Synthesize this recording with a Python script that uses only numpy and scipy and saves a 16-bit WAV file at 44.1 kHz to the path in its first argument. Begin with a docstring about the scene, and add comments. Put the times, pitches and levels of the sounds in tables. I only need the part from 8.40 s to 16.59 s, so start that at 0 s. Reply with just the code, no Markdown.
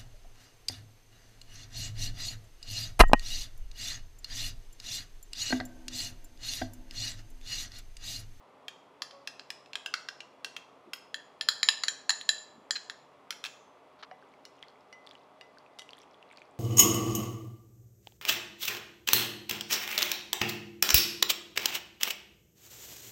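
"""A steel spoon scrapes sauce out of a small glass cup over a glass bowl of raw meat: light ticks inside the
cup, hard clinks on its lip, a squeak and a last rattle, all built from decaying modes and a noise crack.
Chopsticks then stir the meat: the same recipe taps the bowl, and short decaying sines make the wet pops.
The microphone is close; a quiet kitchen answers with decaying noise, over steady ventilation noise and hum."""
import sys
import numpy as np
from scipy import signal
from scipy.fft import rfft, irfft, next_fast_len
from scipy.io import wavfile
from scipy.ndimage import uniform_filter1d, map_coordinates

SR = 44100
rng = np.random.default_rng(int(sys.argv[2]) if len(sys.argv) > 2 else 0)


def waveform_to_disk(signal):
    """Save audio, clipped to [-1, 1], as 16-bit WAV at the path in sys.argv[1]."""
    frames = np.transpose(np.atleast_2d(signal))
    scaled = np.clip(frames, -1, 1) * 32767
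    samples = np.round(scaled).astype(np.int16)
    wavfile.write(sys.argv[1], SR, samples)


N = 361179  # length in samples

# Steady moving air. Each row: frequency in Hz, relative spectrum level in dB.
AIR_SPECTRUM = [(18, -69), (30, -36.5), (131, -15.5), (204, -9.5), (239, -10.5), (266, -3), (319, -10),
                (404, -3.5), (1160, -5), (1630, -18), (2010, -17.5), (2680, -19.5), (5900, -33),
                (12300, -42.5), (16000, -56)]
# Motor hum and whine. Each row: frequency in Hz, mean level in dB.
MOTOR_LINES = [(85, -89.5), (136, -81.5), (277, -79), (404, -90), (614, -72.5), (711, -76), (2024, -83.5),
               (3370, -84)]
# Spoon inside the cup. Each row: start in seconds, level in dB, hardness in dB, favoured ring in Hz.
CUP_TICKS = [(0.2821, -38.5, -5.5, 3330), (0.6201, -34, 0, 5400), (0.7092, -51, -16, 3160),
             (0.8738, -36.5, 1.5, 5000), (0.9954, -43.5, -22, 3750), (1.1034, -37.5, 2, 5100),
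             (1.2602, -57, -14, 2540), (1.3327, -42, -11, 2540), (1.3551, -32.5, -9, 3420),
             (1.4607, -34, -4, 3270), (1.5395, -30, -7, 1620), (1.6866, -37.5, -8.5, 1630),
             (1.8049, -42, -16, 3100), (2.046, -35.5, 4, 2830), (2.165, -38.5, -5, 2470),
             (2.5339, -36.5, 8.5, 5230), (4.9063, -35, 9, 5800), (4.925, -48, -5, 2300)]
# Dull handling bumps. Each row: start in seconds, length in seconds, pitch in Hz, level in dB.
HANDLING_BUMPS = [(2.45, 0.067, 300, -59), (4.117, 0.14, 232, -64.5)]
# Spoon on the cup's lip. Each row: start in seconds, level in dB, hardness in dB, favoured ring in Hz.
LIP_CLINKS = [(2.7434, -35, -5, 1820), (3.0105, -29.5, -8.5, 4000), (3.0247, -48, 2, 3770),
              (3.0873, -19.5, -4.5, 3790), (3.2301, -23, 1.5, 3930), (3.2877, -17, -2.5, 3780),
              (3.4362, -28, 2, 4490), (3.4829, -25.5, 2, 3650), (3.6939, -24, 6.5, 4300),
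              (3.7042, -25, 0.5, 4130), (3.8122, -40, -8, 4050), (3.8909, -20, 1, 3890),
              (4.3082, -27, 2.5, 4280), (4.4983, -39.5, -2, 2310)]
# Spoon ringing freely once let go. Each row: frequency in Hz, relative level in dB, 60 dB decay in seconds.
LOOSE_MODES = [(6272, -59, .5), (6923, -57, .33), (7267, -61, .3), (10180, -68, .35), (12560, -65, .32),
               (13220, -58, .2), (15700, -57, .09)]
# Short dry scrapes. Each row: start in seconds, length in seconds, drive level in dB before colouring.
DRY_SCRAPES = [(5.589, 0.029, -60), (5.626, 0.013, -42.5), (5.633, 0.018, -52.5)]
# Chopsticks on the bowl. Each row: start in seconds, level in dB, hardness in dB, favoured ring in Hz.
BOWL_TAPS = [(5.7126, -62, -23.5, 780), (6.0526, -50.5, 4, 5300), (6.5274, -55.5, -3, 2013),
             (7.0111, -51.5, -4, 2700), (7.3876, -49.5, 3, 5200), (7.3935, -47, 4, 3260),
             (7.4195, -52, 2, 3300)]
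# The loudest films of sauce snapping. Each row: start in seconds, level in dB, pitch in Hz.
SAUCE_POPS = [(5.8255, -47, 1540), (5.939, -48, 2200), (6.2273, -31.5, 3280), (6.2345, -39.5, 2060),
              (6.284, -42.5, 4370), (6.4084, -54, 5160), (6.6662, -42, 4500), (6.6727, -36, 3515),
              (6.6924, -43, 4760), (6.7117, -37, 3480), (6.753, -40, 2950), (7.1729, -46, 1540),
              (7.185, -41.5, 4560), (7.263, -46.5, 2530), (7.4914, -35.5, 2830), (7.507, -39, 4540),
              (7.533, -33.5, 3220), (7.582, -43, 3430), (7.6177, -44, 5600), (7.7444, -47, 3370),
              (7.8273, -40.5, 2800), (7.913, -41, 2280), (7.9731, -37.5, 4470), (7.983, -43, 2460),
              (8.0185, -38.5, 2400)]
# Chopstick strokes through the meat. Each row: middle in seconds, crackle level in dB.
MEAT_STROKES = [(5.88, -59), (6.249, -54), (6.72, -52), (7.2, -64), (7.6, -49), (7.94, -50.5)]

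# Modes of the spoon pressed into the cup, the hand-held cup and the loaded bowl.
# Each row: frequency in Hz, relative level in dB, 60 dB decay in seconds.
SPOON_MODES = [(1155, -13, 0.012), (1610, 1, 0.014), (2466, -4.5, 0.016), (2700, 0, 0.017),
               (3216, -6, 0.022), (4080, -5, 0.015), (4330, -5.5, 0.016), (4990, -11, 0.022),
               (5070, -14, 0.028), (5120, -16, 0.021), (6420, -5, 0.024), (7080, -9, 0.036),
               (7300, -20, 0.034), (10420, -11, .028), (10340, -5, 0.02), (10960, -11, 0.037),
               (12700, -11, .03), (13600, -11, .032), (14500, -19, .02), (15500, -16, 0.025)]
CUP_MODES = [(1700, -8, 0.027), (1790, -3.5, .028), (2087, -10.5, 0.012), (2655, -17, 0.02),
             (3190, -10.5, 0.02), (3325, -8.5, 0.02), (4003, -6.5, 0.035), (4133, -8.5, .025),
             (4280, -7, 0.019), (4590, -13, .018), (4880, -9, .014), (5330, -14, .014), (6660, -15.5, .03),
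             (6860, -9, 0.04), (6990, -8, 0.062), (7130, -11.5, 0.087), (10050, -21, 0.038),
             (10690, -13, .05), (10810, -19.5, 0.053), (13030, -29.5, .04), (14650, -23.5, .03),
             (14900, -22.5, .035)]
BOWL_MODES = [(757, -13, .2), (2013, -14.5, .35), (2850, -3, .04), (2960, -5, .05), (3747, -6, .08),
              (4420, -12, .05), (4867, -12, .06), (5770, -11, .08), (5916, -12, .08), (6420, -16, .06),
              (7101, -19, .07), (8060, -15, .07), (10500, -18, .09), (11500, -25, .05)]

# Edges of the knock, body, chime and sizzle bands, in Hz.
CONTACT_BANDS = [600, 2400, 6000, 8500, 16000]
# Colour of each kind of contact. Columns: knock, body, chime, sizzle.
# The first of each pair is the usual band level in dB, the second the dB gained per dB of hardness.
TICK_COLOUR = (-7, 0, -15.5, -19.5)
TICK_HARDNESS = (0.12, 0.06, 0.15, 0.67)
CLINK_COLOUR = (-7, 0, -9.5, -22)
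CLINK_HARDNESS = (0.26, 0.043, 0.94, 0)
TAP_COLOUR = (-4.5, 1, -14.5, -19.5)
TAP_HARDNESS = (-0.65, -0.028, 0.97, 0.98)

# Decay of the kitchen. Each row: frequency in Hz, 60 dB decay in seconds.
KITCHEN_DECAY = [(300, 0.74), (1500, 0.49), (4000, 0.48), (7000, 0.48), (15000, .27)]
# Colour of the kitchen's answer. Each row: frequency in Hz, gain in dB.
WALL_COLOUR = [(300, 1), (1500, 1), (4000, -1.5), (7000, 3.5), (15000, -2)]
# Rasp of the scrapes, then of the sliding stem. Each row: frequency in Hz, relative gain in dB.
SCRAPE_RASP = [(300, -25), (800, 5), (1400, 7.0), (2400, 0.0), (4500, 1), (6000, -13.0), (8000, -34.0),
               (14000, -45.5)]
SLIDE_RASP = [(500, -30), (1600, 7.5), (5000, 2), (9000, -27)]


def amp(db):
    """Decibels to gain."""
    return 10 ** (np.asarray(db) / 20)


def unit(x):
    """Scale x to an rms of 1."""
    return x / np.sqrt(np.mean(x ** 2) + 1e-20)


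def along(points, hz):
    """Read a curve of (Hz, value) points on a log frequency axis."""
    f, v = np.transpose(points)
    return np.interp(np.log(hz + 1), np.log(f + 1), v)


def clock(seconds):
    """Sample times of a stretch, in seconds."""
    return np.arange(int(seconds * SR)) / SR


def add(track, s, x):
    """Mix x into the track at s seconds, cut off at the track's end."""
    part = track[round(s * SR):][:len(x)]
    part += x[:len(part)]


def filtered(x, gain):
    """Weigh x by a gain curve over frequency, without shifting phase."""
    size = next_fast_len(len(x) + SR // 10)
    hz = np.fft.rfftfreq(size, 1 / SR)
    return irfft(rfft(x, size) * gain(hz), size)[:len(x)]


def coloured(x, gain):
    """Filter x causally (minimum phase), with the gain given on x's own frequency grid."""
    cepstrum = irfft(np.log(gain))
    fold = 1 + np.sign(len(x) / 2 - np.arange(len(x)))
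    fold[0] = 1
    return irfft(rfft(x) * np.exp(rfft(cepstrum * fold)))


def even(x):
    """Give x the same energy at every frequency, nearly keeping its outline in time."""
    phase = np.angle(rfft(x))
    return irfft(np.exp(1j * phase), len(x)) * np.linalg.norm(x)


def wobble(rate):
    """A smooth random curve with the given number of knots a second."""
    steps = np.arange(0, N + 64, 64)
    knots = rng.standard_normal(int(N * rate / SR) + 4)
    coarse = map_coordinates(knots, [steps * rate / SR])
    return np.interp(np.arange(N), steps, coarse)


def kitchen(x, gap=.004, early=0.88, early_life=0.014):
    """The room's answer: noise that starts after a gap, stronger early on, whose treble dies first."""
    hz, t, z = signal.stft(rng.standard_normal(SR // 2), SR, nperseg=256)
    decay = amp(-60 * t / along(KITCHEN_DECAY, hz)[:, None])
    z = z * decay * (1 + early * np.exp(-t / early_life))
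    norm = np.linalg.norm(signal.istft(z)[1])
    tail = signal.istft(z * amp(along(WALL_COLOUR, hz))[:, None])[1] / norm
    return signal.fftconvolve(x, np.pad(tail, (int(gap * SR), 0)))


def strike(modes, crack_db, crack_s, soft_hz, scatter_db, spread, count=8):
    """One contact: ringing modes and a noise crack, repeated within milliseconds by chatter and the walls."""
    t = np.arange(2 ** 13) / SR
    hz, db, t60 = np.transpose(modes)[:, :, None]
    size, detune = rng.standard_normal((2, len(modes), 1))
    polarity = rng.choice([-1, 1], hz.shape)
    swing = polarity * np.sin(2 * np.pi * hz * (1 + .002 * detune) * t)
    ring = np.sum(amp(db + 1.2 * size - 60 * t / t60) * swing, axis=0)

    fade = amp(-30 * t / crack_s)  # used three times over: the crack falls about 90 dB in crack_s
    crack = amp(crack_db) * fade * even(fade ** 2 * rng.standard_normal(len(t)))
    softener = signal.butter(2, min(soft_hz, SR / 3), fs=SR)  # a longer contact gives a duller crack
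    ring += signal.lfilter(*softener, crack)

    delays = (rng.uniform(.1, 1, count) * spread * SR).astype(int)
    echoes = np.bincount(delays, amp(scatter_db) * rng.choice([-1, 1], count))
    echoes[0] += 1  # the contact itself
    return signal.fftconvolve(ring, even(echoes))[:len(t)]


def voiced(x, band_db, ring_hz, favour_db, low_hz):
    """Place and hardness of a contact favour one ring and set the strength of knock, body, chime and sizzle."""
    hz = np.fft.rfftfreq(len(x), 1 / SR)
    small_body = 1e-4 + 1 / np.sqrt(1 + (low_hz / (hz + 1)) ** 6)  # small things radiate little bass
    favour = amp(favour_db / (1 + ((hz - ring_hz) / 260) ** 2))
    x = coloured(x, small_body * favour)

    attack = SR // 100  # bands are levelled over the first 10 ms
    power = 2 * np.abs(rfft(x[:attack], len(x))) ** 2 / (len(x) * attack)
    natural_db = 10 * np.log10(np.histogram(hz, CONTACT_BANDS, weights=power)[0])
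    lift_db = (band_db - natural_db)[np.digitize(hz, CONTACT_BANDS[1:-1])]
    return coloured(x, amp(uniform_filter1d(lift_db, size=120)))  # smooth steps between bands


def contacts(table, blow, colour_db, harder, room_db, favour_db, low_hz):
    """Play contacts of one kind: hardness tilts their bands, and the room answers each one anew."""
    out = np.zeros(N)
    for s, db, hard_db, ring_hz in table:
        band_db = db + np.array(colour_db) + hard_db * np.array(harder)
        if ring_hz < CONTACT_BANDS[1]:
            band_db[0] += 7  # dB of extra knock when the favoured ring is deep
        hit = voiced(blow(), band_db, ring_hz, favour_db, low_hz)
        add(out, s, hit)
        add(out, s, amp(room_db) * kitchen(hit))
    return out


def ventilation(air_db=-59):
    """Steady moving air as shaped noise, with unsteady motor lines, the high ones the most blurred."""
    t = np.arange(N) / SR
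    air = unit(filtered(rng.standard_normal(N), lambda hz: amp(along(AIR_SPECTRUM, hz))))
    out = amp(air_db + 0.11 * wobble(3)) * air
    for hz, db in MOTOR_LINES:
        blur = np.sqrt(hz / 200) * wobble(14)  # phase drift, radians
        line = np.sqrt(2) * np.sin(2 * np.pi * hz * t + blur)
        out += amp(db + 2 * wobble(5)) * line
    return out


def spoon_in_cup(table):
    """Ticks of a spoon pressed into the cup: its many modes are damped within hundredths of a second."""
    def tick():
        return strike(SPOON_MODES, crack_db=14.5, crack_s=0.0083, soft_hz=7140, scatter_db=-10, spread=.0027)
    return contacts(table, tick, TICK_COLOUR, TICK_HARDNESS, room_db=-8.5, favour_db=7.5, low_hz=990)


def whine(start=.72, length=0.14, pitch_hz=555):
    """A faint, brief tone with its octave, quick to rise and slow to fade."""
    out, t = np.zeros(N), clock(length)
    turn = 2 * np.pi * pitch_hz * t
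    swell = np.minimum(t / 0.015, 1) * np.sqrt(1 - t / length)
    add(out, start, swell * (amp(-53) * np.sin(turn) + amp(-60) * np.sin(2 * turn)))
    return out


def bumps():
    """Dull handling bumps: narrow bands of low noise that swell and fade."""
    out = np.zeros(N)
    for s, length, pitch_hz, db in HANDLING_BUMPS:
        noise = rng.standard_normal(len(clock(length)))
        thud = filtered(noise, lambda hz: np.exp(-((hz - pitch_hz) / 90) ** 2))
        add(out, s, amp(db) * unit(thud * np.hanning(len(thud))))
    return out


def spoon_on_lip():
    """Clinks on the lip: the struck glass of the hand-held cup rings on its own modes."""
    def clink():
        return strike(CUP_MODES, crack_db=5.5, crack_s=0.01, soft_hz=6200, scatter_db=-12.5, spread=0.0016)
    return contacts(LIP_CLINKS, clink, CLINK_COLOUR, CLINK_HARDNESS, room_db=-10.0, favour_db=6.0, low_hz=950)


def slide(start=4.351, length=0.021, ring_hz=4080, width_hz=130, level_db=-34.0, rasp_db=-27, room_db=-10):
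    """The spoon's stem slides over the lip and briefly rubs one ring of the cup into a squeak."""
    out, t = np.zeros(N), clock(length)

    def squeak(hz):
        return amp(rasp_db + along(SLIDE_RASP, hz)) + np.exp(-((hz - ring_hz) / width_hz) ** 2)

    noise = filtered(rng.standard_normal(len(t)), squeak)
    rub = amp(level_db) * unit(noise * np.sin(np.pi * t / length))
    add(out, start, rub)
    add(out, start, amp(room_db) * kitchen(rub))
    return out


def rattle(start=5.0404, level_db=-37, ring_hz=3500, count=4):
    """The spoon rattles to rest in the cup: bounces that come ever sooner, weaker and softer."""
    flights = .0095 * .88 ** np.arange(count)  # seconds in the air, each .88 of the last
    loss_db = 2.1  # per bounce, off both level and hardness
    bounces = [(start + flights[:k].sum(), level_db - loss_db * k, -loss_db * k, ring_hz)
               for k in range(count)]
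    return spoon_in_cup(bounces)


def let_go(start=5.047, level_db=-9, room_db=4):
    """No longer damped by the fingers, the spoon sings on briefly as the cup is put down further away."""
    out, t = np.zeros(N), clock(.5)
    ring = sum(amp(level_db + db - 60 * t / t60) * np.sin(2 * np.pi * hz * t) for hz, db, t60 in LOOSE_MODES)
    add(out, start, ring)
    add(out, start, amp(room_db) * kitchen(ring))  # more room than direct sound
    return out


def scrapes():
    """Short dry scrapes as the utensils are handled: bursts of spiky noise, coloured by a rasp."""
    out = np.zeros(N)
    for s, length, db in DRY_SCRAPES:
        add(out, s, amp(db) * rng.laplace(size=len(clock(length))))
    return filtered(out, lambda hz: amp(along(SCRAPE_RASP, hz)))


def chopsticks():
    """Wooden tips knock on the bowl, which rings softly under the meat."""
    def tap():
        return strike(BOWL_MODES, crack_db=16.0, crack_s=0.0074, soft_hz=7840, scatter_db=-8.5, spread=0.0018)
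    return contacts(BOWL_TAPS, tap, TAP_COLOUR, TAP_HARDNESS, room_db=-11.0, favour_db=9.5, low_hz=500)


def pop(hz, cycles, opening):
    """A film of sauce opens within a fraction of a cycle and rings a tiny cavity."""
    turns = hz * clock(.015)
    return np.sin(2 * np.pi * turns) * np.exp(-turns / cycles) * (1 - np.exp(-turns / opening))


def meat(count=40):
    """Wet pops over a fine crackle of random tiny pops that gather around the middle of each stroke."""
    out = np.zeros(N)
    for s, db, hz in SAUCE_POPS:
        add(out, s, amp(db) * pop(hz, cycles=3.8, opening=0.05))
    for s, db in MEAT_STROKES:
        for offset, size, pitch in rng.standard_normal((count, 3)):
            hz = min(3520 * 2 ** (0.59 * pitch), SR / 3)  # scatter of 0.59 octaves
            grain_db = db - 2.5 * abs(offset) + 4 * size  # weaker far from the middle
            add(out, s + .07 * offset, amp(grain_db) * pop(hz, cycles=2.5, opening=0.77))
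    return out + amp(-12.5) * kitchen(out)[:N]


def scene():
    """Everything at one close microphone."""
    spoon = spoon_in_cup(CUP_TICKS) + spoon_on_lip() + slide() + rattle() + let_go()
    stirring = chopsticks() + meat()
    background = ventilation() + whine() + bumps() + scrapes()
    return (spoon + stirring + background)[None]


def record(dry, top_hz=16300):
    """The recorder keeps nothing above its band limit, reached over a 700 Hz slope."""
    def edge(hz):
        return np.clip((top_hz - hz) / 700 + .5, 0, 1) ** 2
    return np.array([filtered(channel, edge) for channel in dry])


dry = scene()
out = record(dry)
waveform_to_disk(out)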